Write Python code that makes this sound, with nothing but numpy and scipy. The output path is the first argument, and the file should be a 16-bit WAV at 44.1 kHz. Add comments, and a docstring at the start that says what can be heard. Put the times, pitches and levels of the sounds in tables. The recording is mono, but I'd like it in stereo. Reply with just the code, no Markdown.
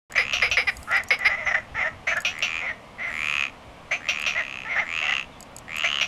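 """Water frogs on a weedy pond at dusk, in stereo; each call is a pulse train ringing throat and sacs.
A slow rattle and sharp quacks open over a low rumble with soft handling bumps. Wavering croaks follow;
a far bird whistles at 1-1.5 s. From 2.3 s five more rattles lead, among quacks and croaks. The rumble
settles by 3 s; the bird returns at 5.3 s. Throughout: a hush, a distant chorus, faint camera ticks."""
import sys
import numpy as np
from scipy import signal
from scipy.fft import rfft, irfft, next_fast_len
from scipy.io import wavfile
from scipy.ndimage import uniform_filter1d

SR = 44100
rng = np.random.default_rng(int(sys.argv[2]) if len(sys.argv) > 2 else 0)


def output_pcm(signal):
    """Save a mono or channel-first signal as 16-bit PCM at the path in sys.argv[1].

    Samples are clipped to [-1, 1] before scaling.
    """
    pcm = np.clip(np.atleast_2d(signal).T, -1, 1) * 32767
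    wavfile.write(sys.argv[1], SR, np.round(pcm).astype(np.int16))


N = 267687
TIME_S = np.arange(N) / SR
BIN_HZ = np.fft.rfftfreq(N, 1 / SR)
CROAK_ARCH = 0.083  # relative pitch rise with effort


def gain_of(db):
    return 10 ** (np.asarray(db) / 20)


def unit_rms(x):
    return x / np.sqrt(np.mean(x ** 2) + 1e-20)


def curve_at(points, hz):
    """Interpolate (freq_hz, value) points over log frequency."""
    freq_hz, value = np.transpose(points)
    return np.interp(np.log(hz + 1), np.log(freq_hz + 1), value)


def add(mix, start_s, sound):
    part = mix[max(round(start_s * SR), 0):][:len(sound)]
    part += sound[:len(part)]


def butter(x, order, edge_hz, kind="low"):
    return signal.sosfilt(signal.butter(order, edge_hz, kind, fs=SR, output="sos"), x)


def resonate(x, hz, width_hz):
    """Unity-gain resonance; the centre may move."""
    carrier = np.exp(2j * np.pi * np.cumsum(hz * np.ones(len(x))) / SR)
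    pole = np.exp(-np.pi * width_hz / SR)
    return 2 * (carrier * signal.lfilter([1 - pole], [1, -pole], x / carrier + 1e-18)).real


def pulses(times_s, sizes, count):
    """Band-limited clicks at sub-sample times."""
    centre = np.asarray(times_s)[:, None] * SR
    taps = np.floor(centre) + np.arange(-7, 9)
    shape = np.sinc(taps - centre) * np.cos(np.pi * (taps - centre) / 16) ** 2
    index = np.maximum(taps, 0).astype(int)
    return np.bincount(index.ravel(), (shape * sizes[:, None]).ravel(), count)[:count]


def noise(spectrum):
    """Unit-rms noise shaped by (freq_hz, density_db) points."""
    return unit_rms(irfft(rfft(rng.standard_normal(N)) * gain_of(curve_at(spectrum, BIN_HZ)), N))


def pond(x, early_db=7, early_s=0.024, echoes_per_s=2500):
    """Sparse echoes from weed and banks, strongest at first, different at each microphone."""
    # freq_hz, t60_s
    decay = [(500, 0.45), (12000, 0.16)]
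    taps = rng.standard_normal((2, SR // 2)) * (rng.random((2, SR // 2)) < echoes_per_s / SR)
    taps[:, :SR // 400] = 0  # 2.5 ms pre-delay
    hz, t, bands = signal.stft(taps, SR, nperseg=128)
    fade = gain_of(-60 * t / curve_at(decay, hz)[:, None])
    early = gain_of(early_db) * np.exp(-t / early_s)
    tail = signal.istft(bands * (fade + early), SR)[1]
    tail /= np.linalg.norm(tail, axis=1, keepdims=True)
    return signal.fftconvolve(x[None], tail, axes=1)[:, :N]


def place(x, pan_db, lead_ms, echo_db):
    """The nearer microphone hears a source earlier and louder (positive: left); the pond echoes."""
    side, size = np.array([[.5], [-.5]]), next_fast_len(N)
    shift = np.exp(2j * np.pi * np.fft.rfftfreq(size, 1 / SR) * side * lead_ms / 1000)
    direct = irfft(rfft(x, size) * shift, size)[:, :N]
    return gain_of(side * pan_db) * (direct + gain_of(echo_db) * pond(x))


def hush(level_db=-45.5):
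    """Steady open air, wider toward the treble."""
    # freq_hz, density_db
    spectrum = [(15, -8.5), (25, -7.5), (249, -7), (363, -15.5), (503, -10), (734, -8), (863, -11.5),
                (1160, -10), (1370, -20), (2800, -19), (4250, -29), (16000, -45.5)]
    # freq_hz, left_right_coherence
    likeness = [(500, 0.93), (2000, 0.47), (12000, 0.067)]
    coherence = curve_at(likeness, BIN_HZ)
    width = np.sqrt((1 - coherence) / (1 + coherence + 1e-6))
    mid = noise(spectrum)
    side = irfft(rfft(noise(spectrum)) * width, N)
    return gain_of(level_db) * np.array([mid + side, mid - side])


def rumble(bumps_db=4.5):
    """A low rumble with soft handling bumps; it settles."""
    # freq_hz, density_db
    spectrum = [(25, -1), (60, 5), (115, -1.5), (250, -39), (3000, -120)]
    # time_s, level_db
    envelope = [(.1, -48), (1.4, -52), (2, -54), (3, -63)]
    settling = gain_of(np.interp(TIME_S, *np.transpose(envelope))) * noise(spectrum)
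    return settling * gain_of(bumps_db * noise([(8, 0), (30, -80)]))


def hiss():
    """Thin high hiss that swells twice."""
    # freq_hz, density_db
    spectrum = [(3000, -37), (7000, -18), (10000, -14), (16000, -25)]
    # start_s, length_s, level_db
    swells = [(0.58, 0.44, -51.5), (3.02, 0.44, -54)]
    level = sum(gain_of(level_db) * np.sin(np.pi * np.clip((TIME_S - start_s) / length_s, 0, 1))
                for start_s, length_s, level_db in swells)
    return level * np.array([noise(spectrum), noise(spectrum)])


def camera_ticks(trim_db=1, scrape_s=0.00036, chatter_db=-17, chatter_s=0.006):
    """A tiny catch snaps and chatters, ringing the casing."""
    # start_s, level_db
    ticks = [(0.1218, -29.5), (.503, -35), (0.769, -28.5), (0.83, -30), (0.914, -28.5), (.968, -33),
             (1.0363, -28.5), (1.0856, -26.5), (1.1908, -31), (2.169, -26), (2.2042, -27), (2.2194, -28.5),
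             (2.3887, -31), (4.197, -33), (4.219, -30), (5.4058, -29), (5.4271, -29.5), (5.5645, -26),
             (5.5854, -27.5), (5.7656, -28), (5.784, -28.5)]
    # freq_hz, width_hz, gain_db
    casing = [(4770, 910, 3), (6750, 130, 10), (7740, 230, 10), (9300, 1500, -18), (11300, 410, 1)]
    out, t = np.zeros(N), np.arange(SR // 50) / SR
    envelope = t / scrape_s * np.exp(1 - t / scrape_s) + gain_of(chatter_db) * np.exp(-t / chatter_s)
    for start_s, level_db in ticks:
        snap = rng.standard_normal(len(t)) * envelope
        ring = sum(gain_of(gain_db) * resonate(snap, hz, width_hz) for hz, width_hz, gain_db in casing)
        ring = butter(ring, 6, 4700, "high")
        add(out, start_s, gain_of(level_db + trim_db) * ring / abs(ring).max())
    return out


def bird():
    """Thin, distant whistles, each slurred through three pitches."""
    # start_s, length_s, level_db, first_hz, middle_hz, last_hz
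    whistles = [(1.062, 0.052, -50, 5400, 5980, 6340), (1.322, .055, -68, 6300, 6370, 5400),
                (1.429, 0.088, -47.5, 6260, 5970, 4700), (5.31, 0.05, -55.5, 3920, 3470, 3170)]
    out = np.zeros(N)
    for start_s, length_s, level_db, *notes_hz in whistles:
        progress = np.linspace(0, 1, round(length_s * SR))
        pitch_hz = np.polyval(np.polyfit([0, .5, 1], notes_hz, 2), progress)
        tone = np.sin(2 * np.pi * np.cumsum(pitch_hz) / SR)
        add(out, start_s, gain_of(level_db) * np.sin(np.pi * progress) * tone)
    return out


def throat(drive, throat_hz, overtone_bend, frog, bend_above_hz=5000, skirt_ratio=1.275):
    """Pulses ring the moving throat resonance and the modes of sacs and head; high modes bend."""
    # frog: throat_width_hz, [(mode_hz, width_hz, gain_db)]
    voices = {"near": (186, [(496, 25, -6.5), (762, 480, -19.5), (1383, 1400, -22.5), (2410, 135, -2),
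              (4000, 360, -22), (4995, 170, -12.5), (10280, 115, -28), (11160, 220, -30.5)]),
              "left": (250, [(677, 390, -17), (1420, 2800, -22.5), (3115, 950, -8.5), (4600, 440, -15.5),
              (5780, 240, -6), (11800, 1200, -37)]), "far": (254, [(672, 270, -13.5), (1390, 2000, -25),
              (4280, 1100, -27), (6190, 215, -12), (11500, 770, -45.5)]),
              "croak": (129, [(641.6, 380, -10.5), (837, 145, -10.5), (1364, 270, -14), (4200, 3600, -43),
              (5400, 920, -29.5), (6730, 220, -27)]), "right": (125, [(647, 310, -13), (808, 92, -10),
              (1390, 580, -21.5), (3900, 3400, -37), (5860, 170, -24.5)]),
              "rattle": (237, [(1257, 340, -13), (1900, 640, -18), (3420, 270, -26.5), (4040, 730, -27),
              (4700, 760, -27), (6516, 253, -20), (11800, 1300, -39)])}
    throat_width_hz, modes = voices[frog]
    ring = resonate(drive, throat_hz, throat_width_hz)
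    ring = butter(resonate(ring, throat_hz, width_hz=2600), 4, 3300)  # soft tissue rounds each snap
    for mode_hz, width_hz, gain_db in modes:
        mode = resonate(drive, mode_hz * (overtone_bend if mode_hz > bend_above_hz else 1), width_hz)
        ring += gain_of(gain_db) * butter(mode, 3, [mode_hz / skirt_ratio, mode_hz * skirt_ratio], "band")
    radiated = butter(ring, 6, 450, "high")  # a small body gives little bass
    return radiated * SR / (2 * np.pi * throat_width_hz)


def vocal_folds(t, pitch_hz, throat_hz, rough, frog):
    """One snap a cycle into the throat, uneven when rough (0-1); levelled to unit rms."""
    phase = np.cumsum(pitch_hz) / SR
    cycle = np.arange(int(phase[-1]) + 1)
    late, strong = rng.standard_normal((256, 2))[:len(cycle)].T
    snaps_s = np.interp(cycle + .07 * rough * late, phase, t)
    drive = pulses(snaps_s, gain_of(3 * rough * strong), len(t))
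    overtone_bend = (throat_hz / throat_hz.mean()) ** 0.13
    sound = throat(drive, throat_hz, overtone_bend, frog)
    return sound / np.sqrt(abs(uniform_filter1d(sound ** 2, size=600)) + 1e-12)


def chorus(level_db=-56, spread_db=4, calls_per_s=24, call_s=.16, throat_arch=.15):
    """Distant frogs croak at random; only their wash of echoes arrives."""
    out, t = np.zeros(N), np.arange(0, call_s, 1 / SR)
    effort = np.sin(np.pi * t / call_s)
    opening = 1 + throat_arch * (effort - effort.mean())
    draws = rng.random((200, 4))[:int(calls_per_s * N / SR)]
    for slot, (offset, size, pitch, note) in enumerate(draws):
        pitch_hz = np.interp(pitch, [0, 1], [297, 438.5]) * (1 + CROAK_ARCH * effort)
        throat_hz = np.interp(note, [0, 1], [1150, 2400]) * opening
        call = vocal_folds(t, pitch_hz, throat_hz, rough=0.92, frog="croak")
        add(out, (slot + offset - 1) / calls_per_s, gain_of(spread_db * size) * effort * call)
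    return gain_of(level_db) * unit_rms(pond(out))


def croaks(frog, waver_depth=.035, wavers_per_s=19.6, throat_follows=.55):
    """Syllables swell and fade; the pitch arches, glides and wavers, and the throat follows."""
    # start_s, length_s, level_db, pitch_hz, glide_fraction, throat_hz, frog
    syllables = [(0.67, 0.035, -18, 392.7, -0.19, 2044, "near"),
                 (0.871, 0.11, -29.5, 441, 0.11, 1415, "croak"),
                 (0.904, 0.083, -20, 386.3, 0.17, 1893, "croak"),
                 (0.942, 0.051, -22, 384, 0.094, 1960, "near"),
                 (0.976, 0.042, -28.5, 359.7, -0.242, 2000, "croak"),
                 (1.187, 0.088, -28.5, 380, -0.042, 1950, "croak"),
                 (1.248, 0.038, -14, 401.6, 0.14, 1996, "near"),
                 (1.282, 0.081, -24, 387.6, 0.25, 1924, "croak"),
                 (1.358, .1, -31, 317.8, -0.13, 2040, "croak"),
                 (1.459, 0.046, -20.5, 374, 0.04, 1990, "croak"),
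                 (1.508, 0.02, -20.5, 335.6, -0.06, 1880, "croak"),
                 (1.541, 0.02, -16.5, 374, -0.098, 1826, "croak"),
                 (1.559, 0.036, -27, 314.7, -0.14, 2010, "croak"),
                 (1.744, 0.061, -28, 435, 0.11, 1900, "croak"),
                 (1.779, 0.073, -23, 368.5, -0.19, 2040, "croak"),
                 (1.84, 0.052, -24, 319, 0.16, 1850, "croak"),
                 (2.107, 0.039, -24, 321, -0.027, 1750, "croak"),
                 (2.157, 0.035, -22.5, 340, 0.22, 1636, "croak"),
                 (2.607, 0.067, -28.5, 255.8, 0.078, 2130, "croak"),
                 (2.652, 0.075, -27, 340.8, -0.14, 1980, "right"),
                 (2.982, 0.14, -28, 342.8, -.1, 2010, "right"),
                 (4.35, 0.072, -22.5, 335.2, -0.062, 1970, "right"),
                 (4.644, 0.06, -33, 443.5, 0.11, 1900, "croak"),
                 (4.688, 0.083, -25, 340, -0.18, 2070, "right"),
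                 (4.755, 0.03, -22.5, 390, 0.082, 1830, "croak"),
                 (4.777, 0.034, -18.5, 397.6, 0.14, 2024, "right"),
                 (4.802, 0.039, -28, 327, -0.41, 1900, "croak"),
                 (5.012, 0.065, -27.5, 365, .06, 2140, "croak"),
                 (5.075, 0.033, -24, 383.6, -0.084, 2010, "croak"),
                 (5.118, 0.017, -20.5, 386, 0.11, 2020, "right")]
    # frog: roughness
    roughness = {"near": .28, "croak": .55, "right": .45}
    out = np.zeros(N)
    for start_s, length_s, level_db, pitch_hz, glide, throat_hz, caller in syllables:
        if caller != frog:
            continue
        t = np.arange(0, length_s, 1 / SR)
        effort = abs(np.sin(np.pi * t / length_s))
        push = effort - effort.mean()
        waver = waver_depth * np.sin(2 * np.pi * (wavers_per_s * t + rng.random()))
        bend = 1 + CROAK_ARCH * push + glide * (t / length_s - .5) + waver
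        opening = bend ** throat_follows * (1 + 0.013 * push)
        call = vocal_folds(t, pitch_hz * bend, throat_hz * opening, roughness[frog], frog)
        add(out, start_s, gain_of(level_db) * effort ** .55 * call)
    return out


def quacks(frog, rough=.38, snap_db=2.5, snap_s=0.0055, fade_db=-23.5):
    """A sudden push of air: pitch dives and recovers, throat note arches, level falls as sacs empty."""
    # start_s, level_db, fade_s, throat_hz, frog
    calls = [(0.153, -19, 0.049, 2270, "far"), (0.178, -17, 0.073, 2100, "near"),
             (0.332, -20.5, 0.07, 2700, "left"), (0.4205, -17, 0.079, 2190, "near"),
             (0.5135, -20, 0.059, 2620, "left"), (0.57, -16.5, 0.072, 2167, "near"),
             (1.1058, -15.5, 0.062, 2190, "near"), (2.068, -19.5, 0.086, 2260, "far"),
             (2.2489, -20.5, 0.081, 2540, "left"), (2.424, -20.5, 0.062, 2650, "left"),
             (3.909, -19.5, 0.074, 2310, "far"), (4.087, -19.5, 0.052, 2590, "left"),
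             (4.263, -21, 0.071, 2530, "left"), (5.837, -18, 0.059, 2260, "far"),
             (6.011, -20.5, 0.06, 2490, "left")]
    # frog: attack_s, first_hz, low_hz, dive_s, recovery_hz_per_s, throat_arch_fraction
    dives = {"near": (0.0011, 640, 325, .018, 4200, 0.091), "left": (0.00082, 660, 350, .02, 560, 0.0038),
             "far": (0.0097, 790, 320, .018, 1400, .21)}
    attack_s, first_hz, low_hz, dive_s, recovery_hz_per_s, throat_arch = dives[frog]
    out = np.zeros(N)
    for start_s, level_db, fade_s, throat_hz, caller in calls:
        if caller != frog:
            continue
        t = np.arange(0, 1.4 * fade_s, 1 / SR)
        dive_hz = (first_hz - low_hz) * np.maximum(1 - t / dive_s, 0)
        pitch_hz = low_hz + dive_hz + recovery_hz_per_s * np.maximum(t - dive_s, 0)
        opening = 1 + throat_arch * (np.sin(np.pi * t / t[-1]) - .7)
        shape_db = snap_db * np.exp(-t / snap_s) + fade_db * (t / fade_s) ** 1.98
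        level = np.minimum(t / attack_s, 1) * gain_of(level_db + shape_db)
        add(out, start_s, level * vocal_folds(t, pitch_hz, throat_hz * opening, rough, frog))
    return out


def rattles(rebound_db=-12, rebound_s=.0038, jitter_s=.00015, uneven_db=.6):
    """Slow pulses with weak rebounds; the call swells as its throat note climbs, then runs short of air."""
    # start_s, length_s, level_db, swell_s, hold_s, full_throat_hz, rate_hz, rate_change_hz_per_s
    calls = [(.1113, .41, -14, .075, .3, 2770, 72.4, -21), (2.301, .35, -12, .14, .27, 2800, 75.9, 23),
             (3.0778, .43, -9.3, .095, .335, 2690, 80.6, -31),
             (4.0063, .68, -13.5, .085, .28, 2740, 80.4, -28),
             (4.8438, .405, -11.3, .055, .36, 2760, 87, -59),
             (5.6818, .405, -10, .07, .34, 2980, 81.4, -37)]
    onset_db, climb_hz, throat_lag = -17.5, 1130, 1.24  # the throat fills more slowly than the level
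    waver_db, waver_hz, wavers_per_s = .6, 30, 7
    tire_s, tired_db, droop_hz, droop_lead_s = 0.1, -7, 170, .06
    release_s, end_db = 0.06, -14
    out = np.zeros(N)
    for start_s, length_s, level_db, swell_s, hold_s, full_throat_hz, rate_hz, change_hz_per_s in calls:
        t = np.arange(0, length_s + .02, 1 / SR)
        phase = rate_hz * t + change_hz_per_s * t ** 2 / 2
        pulse_s = np.interp(np.arange(np.interp(length_s, t, phase)), phase, t)
        strong, late, loose = rng.standard_normal((128, 3))[:len(pulse_s)].T
        tired = np.clip((t - hold_s) / tire_s, 0, 1)
        waver = np.sin(2 * np.pi * (wavers_per_s * t + rng.random()))

        swell_db = onset_db * np.exp(-pulse_s / swell_s)
        effort_db = np.interp(pulse_s, t, waver_db * waver + tired_db * tired)
        release_db = end_db * np.maximum(1 - (length_s - pulse_s) / release_s, 0)
        sizes = gain_of(level_db + swell_db + effort_db + release_db + uneven_db * strong)
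        pulse_s += jitter_s * loose
        drive = pulses(pulse_s, sizes, len(t))
        drive += pulses(pulse_s + rebound_s * (1 + 0.215 * late), sizes * gain_of(rebound_db), len(t))

        slack = np.exp(-t / (throat_lag * swell_s))
        droop = np.interp(t + droop_lead_s, t, tired)
        throat_hz = full_throat_hz + waver_hz * waver - climb_hz * slack - droop_hz * droop
        add(out, start_s, throat(drive, throat_hz, overtone_bend=1 + 0.16 * slack, frog="rattle"))
    return out


def scene():
    """Six frogs round the pond, over chorus, bird, camera, hiss, rumble and hush."""
    # frog: pan_db, lead_ms, echo_db
    seats = {"near": (-1.1, -0.025, -11.5), "left": (7.8, 0.071, -9.5), "far": (7, .08, -9),
             "croak": (-2.6, -0.057, -7.5), "right": (-4.8, -0.078, -8), "rattle": (-2.9, -0.031, -11)}
    calls = {"near": quacks("near") + croaks("near"), "left": quacks("left"), "far": quacks("far"),
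             "croak": croaks("croak"), "right": croaks("right"), "rattle": rattles()}
    frogs = sum(place(sound, *seats[frog]) for frog, sound in calls.items())
    camera = camera_ticks() + gain_of(-2) * np.array([camera_ticks(), camera_ticks()])
    distant = chorus() + place(bird(), pan_db=4.5, lead_ms=.01, echo_db=5.5)
    return hush() + rumble() + hiss() + camera + distant + frogs


def record(dry, mono_below_hz=800, top_hz=12000, open_s=.097, band_limit_hz=16300):
    """Close microphone pair: mono bass, soft top, a moment's silence at the start, band limit."""
    side = irfft(rfft(dry[0] - dry[1]) / 2 * BIN_HZ ** 2 / (BIN_HZ ** 2 + mono_below_hz ** 2), N)
    heard = butter(dry.mean(0) + np.array([side, -side]), 3, top_hz)
    gate = np.clip((TIME_S - open_s) / .003, 0, 1)
    lowpass = signal.firwin(511, band_limit_hz, window=("kaiser", 9), fs=SR)
    return signal.oaconvolve(heard * gate, lowpass[None], "same")


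dry = scene()
out = record(dry)
output_pcm(out)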